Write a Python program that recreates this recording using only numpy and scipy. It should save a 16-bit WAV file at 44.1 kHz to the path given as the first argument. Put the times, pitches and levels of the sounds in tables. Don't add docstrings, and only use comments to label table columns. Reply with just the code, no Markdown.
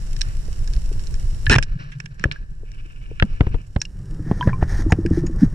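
import sys
import numpy as np
from scipy import signal
from scipy.fft import rfft, irfft
from scipy.io import wavfile
from scipy.ndimage import uniform_filter1d, minimum_filter1d

SR = 44100
rng = np.random.default_rng(int(sys.argv[2]) if len(sys.argv) > 2 else 0)


def waveform_to_disk(signal):
    frames = np.transpose(np.atleast_2d(signal))
    scaled = np.clip(frames, -1, 1) * 32767
    samples = np.round(scaled).astype(np.int16)
    wavfile.write(sys.argv[1], SR, samples)


N = 244314
TIME = np.arange(N) / SR
AGE = np.arange(8192) / SR
SIDE = np.array([[1], [-1]])
FIRE_S, TRAVEL_S = 1.498, 0.063

# start_s, thud_db, crack_db, crack_top_hz, flex_ms, left_minus_right_db
KNOCKS = [(1.4982, -4, -13, 3020, 11.2, 1), (1.558, -8.5, -14, 1480, 6.8, -2),
          (1.5832, -14.5, -16, 1200, 4.8, -3), (2.2403, -19.5, -29.5, 1700, 1.6, 0),
          (2.254, -9, -31, 1243, 7.9, 3.5), (3.2241, -3, -5.5, 2130, 6.4, 3.5),
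          (3.4074, 0.5, -14.5, 1980, 6.45, 3), (3.468, -10, -28, 2120, 8.6, 3.5),
          (3.543, -14.5, -33, 2400, 11.4, 14), (3.7618, -8.5, -22.5, 2030, 6.8, -3.5),
          (4.3133, -4.5, -23.5, 900, 3.54, 0.5), (4.4736, 2, -19, 1130, 4.9, 7),
          (4.625, -9, -20, 890, 6.8, -4.5), (4.923, -2.5, -15.5, 2080, 5.3, -4.5)]


def undb(db):
    return np.exp(np.asarray(db) * np.log(10) / 20)


def unit(x):
    return x / np.sqrt(np.mean(x ** 2))


def peak(x, db):
    power = uniform_filter1d(np.mean(np.atleast_2d(x) ** 2, axis=0), SR // 500)
    return x * undb(db) / np.sqrt(power.max())


def band(x, lo_hz, hi_hz, order=2):
    sos = signal.butter(order, [lo_hz, min(hi_hz, SR / 2 - 1)], "band", fs=SR, output="sos")
    return signal.sosfilt(sos, x)


def band_noise(lo_hz, hi_hz, samples=N):
    return unit(band(rng.standard_normal(samples), lo_hz, hi_hz))


def colour(x, points):
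    hz, db = np.transpose(points)
    log_hz = np.log(np.arange(N // 2 + 1) * SR / N + 1)
    gain_db = np.interp(log_hz, np.log(hz), db, left=-90, right=-90)
    return unit(irfft(rfft(x) * undb(gain_db), N))


def ramp(start_s, rise_s):
    return np.clip((TIME - start_s) / rise_s, 0, 1)


def held(start_s, length_s, rise_s, fade_s):
    out = np.zeros(N)
    span = slice(int(start_s * SR), int((start_s + length_s + 10 * fade_s) * SR))
    age = TIME[span] - start_s
    out[span] = np.clip(age / rise_s, 0, 1) * np.exp(-np.maximum(age - length_s, 0) / fade_s)
    return out


def strokes(rows, rise_s, fade_s, swell_share=0.38):
    return sum(undb(db) * held(start_s, length_s, max(rise_s, swell_share * length_s), fade_s)
               for start_s, length_s, db in rows)


def add(out, start_s, x):
    i = int(start_s * SR)
    out[:, i:i + x.shape[-1]] += x[..., :N - i]


def ports(pair, apart):
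    return pair[0] + apart * SIDE * pair[1]


def out_of_step(pair, radians):
    return np.array([irfft(rfft(pair[0]) * np.exp(-1j * radians), pair.shape[1]), pair[1]])


def grains(per_s, spread_db):
    size = undb(spread_db * np.minimum(rng.exponential(size=N), 4))
    return unit((rng.random(N) < per_s / SR) * size * rng.choice([-1, 1], N))


def scatter(x, smear_ms):
    paths = rng.standard_normal((2, len(AGE))) * np.exp(-AGE * 1000 / smear_ms)
    spectrum = rfft(paths)
    flatter = irfft(spectrum / np.sqrt(np.abs(spectrum) + 1e-9))
    return unit(signal.fftconvolve(x[None], flatter[:, :len(AGE) // 2], axes=1)[:, :N])


def ring(hz, t60, glide=0):
    return np.sin(2 * np.pi * hz * AGE * (1 + glide * AGE / t60 / 2)) * np.exp(-np.log(1000) * AGE / t60)


def contact(ms, apart, tail_db, tail_s):
    life = AGE * 1000 / ms
    force = (1 - np.exp(-3 * life)) * (np.exp(-life) + undb(tail_db) * np.exp(-AGE / tail_s))
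    return ports(rng.standard_normal((2, len(AGE))), apart) * force


def housing(x, wall_hz=8700):
    # pitch_hz, width_hz, gain_db, left_lead_rad
    modes = [(427, 110, -5, 3.9), (965, 90, -4, 3), (1390, 43, -18, 4), (1673, 160, 7.5, 2.5),
             (2430, 680, -7.5, 2), (2750, 1000, -11, 6), (4100, 890, -9, 0), (5300, 410, -6, 1.3),
             (8000, 700, -40.5, -3), (8500, 7800, -28.5, 15)]
    response = sum(undb(db) * width * np.exp(-np.pi * width * AGE)
                   * np.cos(2 * np.pi * hz * AGE + SIDE * lead / 2) for hz, width, db, lead in modes)
    response = band(response, 170, wall_hz, order=4) * undb(-2 * SIDE)
    return signal.fftconvolve(x, response, axes=1)[:, :x.shape[-1]]


def line_run():
    return held(3.807, length_s=1.48, rise_s=0.64, fade_s=1)


def sea_crackle():
    # freq_hz, gain_db
    fizz_eq = [(300, 4.5), (700, -5), (1250, -9.5), (1720, -4.5), (2150, -12), (2850, -9.5), (3300, -17.5),
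               (3800, -11), (4600, -13), (5450, -4), (6300, -13.5), (7400, -9), (9200, -13), (11000, -19),
               (15500, -29.5)]
    clusters = undb(4 * band_noise(8, 30))
    ticks = scatter(grains(per_s=300, spread_db=4), smear_ms=1.5)
    crackle = unit(band(ticks, 1400, 12000) * clusters)
    fizz = colour(rng.standard_normal((2, N)) + undb(-3.5) * crackle, fizz_eq)
    before_db = -51.5
    after_db = np.clip(-70 + 14 * (TIME - 2.5), -70, -66)
    fader_db = before_db + (after_db - before_db) * ramp(FIRE_S, 0.054)
    return fizz * undb(fader_db) * undb([[1.5], [6]])


def moving_water():
    # time_s, level_db
    flow = [(0, -22), (0.9, -18), (1.45, -18), (1.68, -20.5), (1.95, -40.5), (2.25, -30), (2.9, -33),
            (3.3, -23.5), (3.53, -21.5), (3.63, -33.5), (4.0, -30), (4.3, -27.5), (4.85, -13.5),
            (5.05, -21), (5.54, -20.5)]
    # freq_hz, gain_db
    surge_eq = [(12, 2), (26, 3), (50, -7), (85, -15.5), (130, -20.5), (250, -54.5)]
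    # freq_hz, gain_db
    eddy_eq = [(50, -18), (100, 6), (165, 1.5), (240, -13.5), (400, -18), (700, -32.5), (1300, -34),
               (3000, -63.5)]
    pressure, eddies = (ports(rng.standard_normal((2, N)), apart=0.22) for _ in range(2))
    lumps = undb(2 * band_noise(6.8, 11.4))
    flow_db = np.interp(TIME, *np.transpose(flow))
    surge = colour(pressure * lumps, surge_eq) * undb(flow_db - 1)
    by_flow = undb(-28 + 0.57 * flow_db)
    by_knocks = sum(undb(thud_db - 23.5) * held(start_s, 0, rise_s=0.014, fade_s=0.056)
                    for start_s, thud_db, *_ in KNOCKS)
    by_line = undb(-27.5) * line_run()
    return surge + colour(eddies * lumps, eddy_eq) * np.sqrt(by_flow ** 2 + by_knocks ** 2 + by_line ** 2)


def gulps_and_wobbles():
    # start_s, level_db, pitch_hz
    gulps = [(0.483, -36.5, 406), (0.915, -30.5, 357), (0.933, -45, 283), (0.958, -42, 387),
             (2.289, -41, 377), (2.633, -38.5, 395), (2.857, -44.5, 280), (3.114, -31.5, 402)]
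    # start_s, pitch_hz, level_db, length_s
    wobbles = [(1.47, 93.5, -11.5, 0.027), (1.556, 124, -8.5, 0.027), (1.59, 156, -21.5, 0.016),
               (1.75, 142, -20.5, 0.025), (3.23, 203, -17, 0.031), (4.451, 194.4, -16, 0.032),
               (4.48, 184, -21, 0.034), (5.416, 219, -5, 0.019), (5.423, 245.4, 0, 0.022),
               (5.43, 165, -7, 0.026)]
    out = np.zeros((2, N))
    for start_s, db, hz in gulps:
        attack = 1 - np.exp(-AGE / 0.00078)
        add(out, start_s, peak(ring(hz, t60=0.025, glide=0.42) * attack, db))
    for start_s, hz, db, length_s in wobbles:
        swell = np.sin(np.pi * np.minimum(AGE / length_s, 1)) ** 2
        add(out, start_s, undb(db) * np.sin(2 * np.pi * hz * AGE) * swell)
    return out


def clinks():
    # start_s, pitch_hz, level_db, t60_s
    pings = [(1.468, 1715, -11.5, 0.047), (1.498, 1444, -9, 0.045), (1.586, 1640, -5, 0.017),
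             (2.2413, 1705, -2.5, 0.016), (2.36, 1640, -30, 0.042), (3.2, 1420, -20.5, 0.034),
             (3.802, 5470, -36, 0.097), (3.818, 5800, -7, 0.0072), (3.852, 2790, -25, 0.026),
             (4.410, 983, -16, 0.12), (4.410, 3150, -19, 0.021), (4.427, 1080, -33, 0.069),
             (4.427, 1616, -16, 0.027), (4.531, 1041, -23, 0.093), (4.531, 2340, -31, .045),
             (4.903, 870, -25, 0.083), (4.922, 762, -18.5, 0.045), (4.907, 6800, -33.5, 0.05),
             (5.264, 6700, -33, 0.049)]
    out = np.zeros((2, N))
    attack = 1 - np.exp(-AGE / 0.00031)
    for start_s, hz, db, t60 in pings:
        roughness = 1 + 0.045 * band_noise(40, 300, len(AGE))
        add(out, start_s, undb(db) * ring(hz, t60, glide=0.019) * attack * roughness)
    return out


def float_line_jerks():
    # start_s, relative_db
    jerks = [(4.116, -38), (4.194, -33.5), (4.262, -34.5), (4.396, -39), (4.452, -35), (4.667, -42),
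             (4.727, -56), (4.792, -27), (4.862, -22), (4.986, -21.5), (5.051, -19), (5.109, -15),
             (5.173, -19), (5.236, -23), (5.297, -29)]
    # pitch_hz, gain_db, t60_s
    gun_modes = [(87.4, 7.5, 0.25), (162.8, 1, 0.39), (317, 12, 0.094), (379, -3, 0.067), (580, -13, .03)]
    out = np.zeros((2, N))
    for start_s, db in jerks:
        chance = rng.standard_normal((len(gun_modes), 2))
        modes = sum(undb(mode_db + 2 * louder) * ring(hz * (1 + 0.041 * sharper), t60)
                    for (hz, mode_db, t60), (louder, sharper) in zip(gun_modes, chance))
        thump = band(modes, 13.5, 455, order=3)
        scuff = band(contact(ms=5.8, apart=0.091, tail_db=-19, tail_s=0.01), 128, 288, order=3)
        add(out, start_s, peak(thump, db + 5.5) + peak(scuff, db + 0.5))
    return out


def float_line_friction():
    # start_s, length_s, rub_db, hiss_db
    slides = [(4.24, 0.11, -50, -62), (4.35, 0.12, -50, -54.5), (4.47, 0.026, -29.5, -58),
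              (4.607, 0.026, -31, -53), (4.67, 0.084, -41, -47), (4.755, 0.066, -40.5, -45.5),
              (4.89, 0.018, -46, -47), (5.11, 0.083, -45.5, -52), (5.38, 0.073, -46, -51)]
    # freq_hz, gain_db
    rub_eq = [(200, -3), (450, -1.5), (800, 5), (1200, -6), (1550, -1.5), (1800, 5.5), (2150, -12),
              (2450, -14), (3000, -21), (5000, -48), (9000, -48)]
    # freq_hz, gain_db
    hiss_eq = [(1800, -4), (3000, -10), (4200, -8), (5300, 2.5), (6300, -3.5), (7200, 4.5), (8300, -5.5),
               (9400, -6.5), (11000, -14), (15000, -29)]
    friction = scatter(grains(per_s=1600, spread_db=1), smear_ms=0.37)
    start_s, length_s, rub_db, hiss_db = np.transpose(slides)
    rise_s, fade_s = 0.026, 0.0083
    rub = undb(-57) * line_run() + strokes(zip(start_s, length_s, rub_db), rise_s, fade_s)
    hiss = undb(-64) * line_run() + strokes(zip(start_s, length_s, hiss_db), rise_s, fade_s)
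    return colour(friction, rub_eq) * rub + colour(friction, hiss_eq) * hiss


def shooting_line_hum(pitch_hz=138, rise_s=0.036, fade_s=0.025):
    # start_s, length_s, level_db
    tugs = [(1.745, 0.059, -39), (1.995, 0.079, -46.5), (2.19, 0.093, -38.5)]
    flutter = band_noise(3.4, 19)
    tension = undb(-38) * held(1.73, 0.567, rise_s, fade_s) + strokes(tugs, rise_s, fade_s)
    return unit(flutter * np.sin(2 * np.pi * pitch_hz * TIME)) * tension


def shooting_line_friction(rise_s=0.0089):
    # start_s, length_s, level_db
    brushes = [(0.2, 0.11, -47.5), (1.785, 0.037, -42.5), (2.18, 0.056, -46.5), (2.315, 0.021, -44),
               (3.29, 0.051, -50.5), (3.415, 0.047, -54), (3.51, 0.024, -53.5)]
    # freq_hz, gain_db
    brush_eq = [(250, -6), (600, -8), (1250, -8.5), (1560, -4), (1750, -3), (2150, -9.5), (2750, -9),
                (3500, -19), (4700, -20), (5400, -17), (6300, -32), (12000, -59.5)]
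    fibres = scatter(grains(per_s=2900, spread_db=0), smear_ms=0.87)
    waver = undb(3 * band_noise(4, 25))
    exit_s = FIRE_S + TRAVEL_S
    scrape = undb(-50) * held(exit_s, 0, rise_s, fade_s=0.53) * waver
    slack = held(2.626, length_s=0.98, rise_s=0.096, fade_s=0.048) * waver
    muzzle_drag = undb(-58) * slack
    brush = colour(fibres, brush_eq) * (scrape + strokes(brushes, rise_s, fade_s=0.035) + muzzle_drag)
    gun_ring = unit(band(fibres, 1550, 1850)) * undb(-59) * held(exit_s, 0, rise_s, fade_s=2.2)
    rustle = unit(band(fibres, 2120, 3140)) * undb(-60.5) * slack
    return brush + gun_ring + rustle


def sharp_clicks(ring_hz=2470):
    # start_s, snap_db, ring_db, burst_ms
    clicks = [(0.164, -33.5, -46, 1.5), (0.21, -24, -52, 0.99), (0.2151, -15, -31, 1.2),
              (0.6745, -33.5, -41, 3.4), (0.7358, -30, -43, 0.24), (0.764, -37.5, -47, 1),
              (0.9944, -35.5, -44, 0.31), (1.07, -35.5, -65, 1.7), (1.141, -35, -39, 1.2),
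              (1.4652, -49, -20, 1.6), (1.496, -14, -10.5, 2.3), (1.5605, -20, -12, 1.3),
              (1.5837, -18, -13, 1.8), (1.6262, -23.5, -19, 0.58), (1.63, -28, -42, 3.7),
              (1.917, -47.5, -38.5, 10), (2.0007, -31.5, -25.5, 2.4), (2.058, -34.5, -31.5, 2.2),
              (2.1963, -36, -35, 0.23), (2.2389, -24.5, -15.5, 1.4), (2.3132, -40, -20.5, 0.99),
              (2.32, -32.5, -45, 2.1), (2.717, -43.5, -47, 1.4), (3.1984, -33, -16.5, 0.77),
              (3.8155, -17.5, -23, 1.36), (3.8522, -36.5, -47, 2.2), (4.9205, -25.5, -16, 2),
              (5.061, -35, -30.5, 2.2), (5.2664, -39.5, -39.5, 1.8)]
    out = np.zeros((2, N))
    for start_s, snap_db, ring_db, ms in clicks:
        hit = housing(contact(ms, apart=0.84, tail_db=-25.5, tail_s=0.009))
        snap = peak(band(hit, 2800, 9600, order=3), snap_db)
        ringing = peak(band(hit, ring_hz / 1.19, ring_hz * 1.45), ring_db)
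        body = peak(band(hit, 250, 1100, order=3), ring_db - 19.5)
        add(out, start_s, snap + ringing + body)
    return out


def barrel_knocks():
    out = np.zeros((2, N))
    for start_s, thud_db, crack_db, top_hz, flex_ms, pan_db in KNOCKS:
        flex = AGE * 1000 / flex_ms
        thud = np.sin(2 * np.pi * np.sqrt(flex)) * flex ** 1.05 * np.exp(-flex / 0.51)
        blow = contact(ms=1.9, apart=0.25, tail_db=-31.5, tail_s=0.0083)
        carried = band(out_of_step(blow, radians=1.92), 100, 4200, order=3)
        crack = peak(band(carried, 410, top_hz), crack_db)
        rattle = band(contact(ms=4.7, apart=0.16, tail_db=-21, tail_s=0.006), 258, 560)
        body = peak(thud, thud_db + 0.5) + peak(rattle, thud_db - 16)
        add(out, start_s, body * undb(SIDE * pan_db / 2) + crack)
    return out


def spear_shot(ring_hz=1720, width_hz=230, lead_rad=0.9, sag_db_per_s=149.5, stop_s=0.0019):
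    # freq_hz, gain_db
    rail_eq = [(200, -0.5), (400, 5.5), (650, -14), (930, 4), (1150, -9.5), (1500, 0), (2450, 1.5),
               (2950, -6.5), (3300, -16.5), (4000, -9.5), (4750, -19), (5500, -6.5), (6100, -19.5),
               (9200, -20.5), (10500, -34.5), (14000, -45)]
    chatter = ports(scatter(grains(per_s=900, spread_db=2.5), smear_ms=0.4), apart=0.3)
    rasp = colour(out_of_step(chatter, radians=-1.25), rail_eq) * undb(-1.5 * SIDE)
    mode = np.exp(-np.pi * width_hz * AGE) * np.sin(2 * np.pi * ring_hz * AGE + SIDE * lead_rad / 2)
    shaft = unit(band(signal.fftconvolve(chatter[:1], mode, axes=1)[:, :N], 1500, 2700))
    flap = undb(-2) * band_noise(45, 210)
    push_db = -12.5 - sag_db_per_s * np.clip(TIME - FIRE_S, 0, TRAVEL_S)
    push = held(FIRE_S, TRAVEL_S, rise_s=0.018, fade_s=stop_s) * undb(push_db)
    speed = held(FIRE_S, TRAVEL_S, rise_s=0.029, fade_s=stop_s)
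    return (rasp + flap) * push + undb(-14) * shaft * speed


def scene():
    hits = sharp_clicks() + spear_shot() + barrel_knocks() + clinks()
    lines = float_line_jerks() + float_line_friction() + shooting_line_hum() + shooting_line_friction()
    return hits + lines + gulps_and_wobbles() + moving_water() + sea_crackle()


def record(dry):
    left = dry[0] + ramp(start_s=3.6, rise_s=0.55) * (dry[1] - dry[0])
    pair = np.array([left, dry[1]])
    headroom = 1 / np.maximum(np.abs(pair).max(axis=0), 1)
    gain = uniform_filter1d(minimum_filter1d(headroom, size=45), size=45)
    top_cut = signal.ellip(8, 0.2, 70, 15600, fs=SR, output="sos")
    return signal.sosfilt(top_cut, pair * gain)


dry = scene()
out = record(dry)
waveform_to_disk(out)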